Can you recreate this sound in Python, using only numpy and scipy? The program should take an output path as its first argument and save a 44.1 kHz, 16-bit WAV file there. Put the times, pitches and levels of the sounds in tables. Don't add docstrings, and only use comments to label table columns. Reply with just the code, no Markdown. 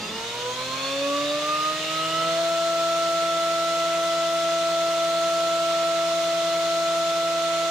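import sys
import numpy as np
from scipy import signal
from scipy.fft import rfft, irfft
from scipy.io import wavfile
from scipy.ndimage import uniform_filter1d

SR = 44100
rng = np.random.default_rng(int(sys.argv[2]) if len(sys.argv) > 2 else 0)


def generate_wav(signal):
    frames = np.transpose(np.atleast_2d(signal))
    scaled = np.clip(frames, -1, 1) * 32767
    pcm = np.round(scaled).astype(np.int16)
    wavfile.write(sys.argv[1], SR, pcm)


N = 339570
TIME = np.arange(N) / SR
START_HZ, FULL_HZ = 104.63, 166.63


def run_up(balance_hz=208.77, inertia_s=3.34, ease_s=0.21):
    free_hz = np.sqrt(balance_hz ** 2 - (balance_hz ** 2 - START_HZ ** 2) * np.exp(-TIME / inertia_s))
    speed = uniform_filter1d(np.minimum(free_hz, FULL_HZ), size=4001, mode="nearest")
    pull = uniform_filter1d((free_hz < FULL_HZ) * 1., int(ease_s * SR), mode="nearest")
    return speed, pull


# (pitch [Hz], half width [Hz], boost [dB])
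ENCLOSURE_PEAKS = [(127, 7.5, 6.4), (163, 5, 11), (286, 11.6, 9.1), (494, 6, 7.5), (562, 18, 8.7),
                   (590, 8.8, 6), (664.6, 6.3, 5.7), (1000, 26, 5), (1068, 18, 3), (1146, 13, 5.5),
                   (1211, 11, 7.5), (1233, 11, 9), (1279, 9, 4.5), (1307, 9, 4)]
# (pitch [Hz], half width [Hz], dip [dB])
ENCLOSURE_NODES = [(112, 2, -10), (242, 15, -12), (424, 8, -6), (504, 2, -7), (531, 6.5, -7),
                   (613, 2.8, -9), (634, 17, -6), (753, 31, -9.6), (872, 20, -12), (938, 9, -9),
                   (1010, 4, -11), (1036, 5, -14), (1113, 8, -9), (1170, 5, -9), (1258, 10, -11),
                   (1295, 3.5, -4)]
# (time [s], level change [dB], pan change to the left [dB])
HUM_RIDE = [(2.3, 1, 5), (2.5, -0.3, 2.46), (3.7, -2.15, 0.8), (4.5, -0.3, 0.9), (6.5, 0, 1.4),
            (7.7, -1.7, -1)]
WHINE_RIDE = [(2.3, -20, -11), (2.5, -0.5, 3.99), (2.9, 3, 1.17), (3.6, 3, 1), (4.35, 0.04, 4.26),
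              (5.8, 1.8, -1.5), (6.3, -3.5, -6), (6.8, 0.1, 5), (7.7, 0.7, -0.01)]
TOP_RIDE = [(2.3, -6, 0.0), (2.8, -3.26, -11), (3.3, 3, -17), (4.2, 5, 2.06), (5.7, -5.5, -3),
            (6.5, 3.5, 2), (7.0, -0.5, -15), (7.7, 3.5, -15)]
# (pitch [x shaft speed], start level [dB], late run-up level [dB],
# idle level [dB], pan left [dB], left ear's lead [rad])
STRONG_ORDERS = [(1, -54.5, -53, -55, 0.5, 0), (2, -46.5, -39.5, -40, 2.5, 0.3),
                 (3, -56, -48, -54, 0, -0.11), (4, -43.5, -29.5, -29.5, 0, -0.15),
                 (6, -53, -53, -58, -4, 0), (8, -41.5, -29.5, -31.5, -3, -0.69),
                 (12, -47, -43.5, -47.5, -3.5, -0.64)]
def motor(angle, speed, pull, flutter=0.045, flutter_hz=20, echo_gain=0.36, echo_hz=1200):
    rides = {4: HUM_RIDE, 8: WHINE_RIDE, 12: TOP_RIDE}
    out = np.zeros((2, N))
    for order, start_db, late_db, idle_db, pan_db, lead in STRONG_ORDERS:
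        hz = order * speed
        ride_db, swing_db = (1 - pull) * automation(rides[order]) if order in rides else (0, 0)
        colour_db = bells(ENCLOSURE_PEAKS, hz) + bells(ENCLOSURE_NODES, hz)
        level = amp(load_level(speed, pull, start_db, late_db, idle_db) + colour_db + ride_db)
        phase = order * angle + rng.uniform(0, 2 * np.pi) + flutter * wander(flutter_hz)
        ear_phases = np.array([phase + lead / 2, phase - lead / 2])
        tone = enclosed_tone(ear_phases, hz, echo=echo_gain * pull * hz / echo_hz, spacing_hz=12)
        tremble = 1 + flutter * wander(flutter_hz)
        out += level * tremble * panned(pan_db + swing_db) * tone
    return out


# (pitch [Hz], half width [Hz], boost [dB])
HOUSING_PEAKS = [(2560, 80, 5.5), (2730, 55, 5), (2885, 45, 7), (3510, 80, 10.5), (3755, 65, 12),
                 (4103, 14, 12.5), (4290, 130, 10), (4510, 80, 4.5), (4780, 130, 4), (6350, 220, 8),
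                 (7020, 170, 10)]
# (speed [turns/s], half width [turns/s], boost [dB])
CRITICAL_SPEED = [(136, 13, 4.5)]
# (pitch [x shaft speed], start level [dB], late run-up level [dB], idle level [dB])
BALL_TONES = [(16.95, -68, -49, -72), (17.95, -66, -45.5, -70), (18.95, -61, -48, -68),
              (19.95, -63, -50, -72), (20.645, -70, -54, -53), (23.8, -56, -58, -68),
              (25.683, -47.5, -52.5, -61.5), (32.15, -53, -52.5, -66), (36.5, -59, -76, -74),
              (41.29, -64, -64, -67), (44.6, -48, -80, -74), (49.6, -60, -80, -76), (51.37, -55, -72, -68),
              (56, -54, -82, -76)]
def bearings(angle, speed, pull, torque, steady_skid_rad=0.008, skid_rad=0.011, chatter=0.4):
    out = np.zeros((2, N))
    for order, start_db, late_db, idle_db in BALL_TONES:
        hz = order * speed
        boost_db = bells(HOUSING_PEAKS, hz) + bells(CRITICAL_SPEED, speed)
        level = amp(load_level(speed, pull, start_db, late_db, idle_db) + boost_db)
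        slip = (steady_skid_rad + skid_rad * torque) * wander(rate_hz=20)
        contact = 1 + chatter * torque * wander(rate_hz=25)
        out += level * contact * enclosed_tone(order * (angle + slip), hz, echo=0.42)
    return out * panned(left_db=-3)


# (pitch [x shaft speed], full-torque level [dB], zero-torque level [dB], pan left [dB])
WEAK_ORDERS = [(5, -53, -63, 0), (7, -62, -57, 1), (9, -56, -56, -2), (10, -53, -59, -4),
               (16, -55, -54, -1), (17, -58, -60, 5), (18, -56, -59, -4), (20, -57, -54, 2),
               (24, -58, -49.5, 3), (36, -66, -63, 5)]
def overtones(angle, speed, torque):
    out = np.zeros((2, N))
    for order, loaded_db, free_db, pan_db in WEAK_ORDERS:
        tone = enclosed_tone(order * angle + rng.uniform(0, 2 * np.pi), order * speed, echo=0.5)
        out += amp(free_db + torque * (loaded_db - free_db)) * panned(pan_db) * tone
    return out


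# (frequency [Hz], density [dB/Hz])
FAN_DRONE = [(20, -100), (35, -91), (60, -90), (95, -81.5), (130, -83), (215, -82), (290, -78),
             (370, -78.5), (450, -72), (540, -73.5), (610, -68.5), (700, -72), (800, -76), (1000, -71)]
SPINDLE_HISS = [(1000, -70.4), (1130, -71.5), (1270, -66.6), (1400, -71.0), (1700, -73.0), (2200, -70.6),
                (2600, -70.3), (3600, -66.7), (4300, -68.7), (4800, -72.1), (7000, -74.0), (7400, -75.6),
                (8000, -80.6), (12200, -90.5), (13700, -90.6), (15600, -96.3)]
# (centre [Hz], half width [Hz], density [dB/Hz])
STRAIN_BANDS = [(50, 12, -86), (153, 30, -74.5), (2350, 1400, -74), (3650, 340, -68)]
# (time [s], half length [s], centre [Hz], half width [Hz], density [dB/Hz])
PANEL_SHUDDERS = [(0.09, 0.089, 196, 27, -60.5), (.08, 0.071, 340, 120, -66), (0.034, 0.086, 3700, 69, -75),
                  (1.9, 0.17, 2700, 470, -70)]
# (frequency [Hz], pan left [dB])
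AIR_PAN = [(130, 0), (400, -1.5), (600, 1.5), (900, 0), (1250, -0.5), (1550, -1), (2400, -1.5),
           (3000, -0.5), (4300, -.7), (6400, -4.5), (7300, -0.5), (8300, -3), (11000, -1.5), (15600, -.3)]
# (frequency [Hz], left-right correlation [0 to 1])
AIR_CORRELATION = [(130, 1), (200, 1), (500, 0.85), (670, 0.83), (740, 0.71), (850, 0.8), (1300, 0.57),
                   (1750, 0.77), (2500, 0.33), (3200, 0.22), (4300, 0.12), (6000, 0.3), (9000, .03),
                   (11500, 0.16), (14000, 0.39)]
def air(speed, pull, windage_db=12.5, patch_db=0.83, ripple_db=2.0, flicker_db=0.28):
    hz, frame_s, noise = signal.stft(rng.standard_normal((2, N)), SR, nperseg=2048, noverlap=1536)
    bin_hz = hz[:, None]
    hiss_band = bin_hz > FAN_DRONE[-1][0]
    pace = np.interp(frame_s, TIME, speed / speed[-1])
    rise_db = windage_db * (pace - 1) * hiss_band
    power = amp(np.where(hiss_band, spectrum(SPINDLE_HISS, bin_hz) + rise_db,
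                         spectrum(FAN_DRONE, bin_hz))) ** 2
    strain = np.interp(frame_s, TIME, pull) * amp(rise_db) ** 2
    for centre, width, db in STRAIN_BANDS:
        power += strain * band_power(bin_hz, centre, width, db)
    for time_s, half_s, centre, width, db in PANEL_SHUDDERS:
        power += np.exp(-((frame_s - time_s) / half_s) ** 2) * band_power(bin_hz, centre, width, db)
    patches = uniform_filter1d(rng.standard_normal(power.shape), size=30, axis=0)
    patches = uniform_filter1d(patches, size=6, axis=1)
    ripple = uniform_filter1d(rng.standard_normal((2,) + bin_hz.shape), size=2, axis=1) * np.sqrt(2)
    flicker = rng.standard_normal(len(frame_s))
    texture_db = patch_db * patches / patches.std() + hiss_band * (ripple_db * ripple + flicker_db * flicker)
    correlation = spectrum(AIR_CORRELATION, bin_hz)
    mid = np.sqrt((1 + correlation) / 2) * noise[0]
    side = np.sqrt((1 - correlation) / 2) * noise[1]
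    stereo = np.array([mid + side, mid - side]) * panned(spectrum(AIR_PAN, hz))[:, :, None]
    stereo *= np.sqrt(power * SR / 2) * amp(texture_db)
    return signal.istft(stereo, SR, nperseg=2048, noverlap=1536)[1][:, :N]


# (pitch [Hz], level [dB])
PUMP_HUMS = [(42.4, -78), (57.9, -78), (85.5, -81), (105.6, -75), (127.2, -84), (146.7, -73),
             (176.3, -68.5), (177.6, -59), (263.8, -66), (427.3, -83), (448.8, -66.5)]
def pumps(waver_rad=0.6):
    out = np.zeros(N)
    for hz, db in PUMP_HUMS:
        phase = 2 * np.pi * (hz * TIME + rng.random()) + waver_rad * wander(rate_hz=0.77)
        out += amp(db) * np.sqrt(2) * np.cos(phase)
    return out


def enclosed_tone(phase, hz, echo, spacing_hz=45, drift_hz=1.44):
    place = abs(hz - hz[0]) / spacing_hz + drift_hz * TIME
    field = rng.standard_normal((2, 2, 256)) / np.sqrt(2)
    knots = np.arange(field.shape[-1])
    in_phase, quadrature = np.array([[np.interp(place, knots, ear) for ear in part] for part in field])
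    direct = np.cos(phase)
    reflections = in_phase * direct + quadrature * np.sin(phase)
    return np.sqrt(2) * (direct + echo * reflections) / np.sqrt(1 + echo ** 2 / 2)


def load_level(speed, pull, start_db, late_db, idle_db):
    progress = (speed - START_HZ) / (FULL_HZ - START_HZ)
    return pull * (start_db + (late_db - start_db) * progress) + (1 - pull) * idle_db


def bells(table, hz):
    gain_db = sum(db * np.exp(-((hz[::32] - centre) / width) ** 2) for centre, width, db in table)
    return np.interp(TIME, TIME[::32], gain_db)


def band_power(hz, centre, width, db):
    return amp(db) ** 2 / (1 + ((hz - centre) / width) ** 2) ** 2


def spectrum(points, hz):
    point_hz, value = np.transpose(points)
    return np.interp(np.log(hz + 1), np.log(point_hz + 1), value)


def automation(rows):
    time_s, *columns = np.transpose(rows)
    return np.array([np.interp(TIME, time_s, column) for column in columns])


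def wander(rate_hz, control_hz=400):
    hz = np.fft.rfftfreq(4096, 1 / control_hz)
    drift = irfft(rfft(rng.standard_normal(4096)) / np.sqrt(1 + (hz / rate_hz) ** 4))
    return np.interp(TIME, np.arange(len(drift)) / control_hz, drift / drift.std())


def panned(left_db):
    pair = amp([left_db / 2, -left_db / 2]).reshape(2, -1)
    return pair / np.sqrt(np.mean(pair ** 2, axis=0))


def amp(db):
    return 10 ** (np.asarray(db) / 20)


def scene(idle_torque=0.17):
    speed, pull = run_up()
    torque = idle_torque + (1 - idle_torque) * pull
    angle = 2 * np.pi * np.cumsum(speed) / SR
    whine = motor(angle, speed, pull) + overtones(angle, speed, torque)
    return whine + bearings(angle, speed, pull, torque) + air(speed, pull) + pumps()


def record(dry, cutoff_hz=15730):
    low_pass = signal.firwin(1023, cutoff_hz, window=("kaiser", 9), fs=SR)
    return signal.oaconvolve(dry, low_pass[None], "same")


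dry = scene()
out = record(dry)
generate_wav(out)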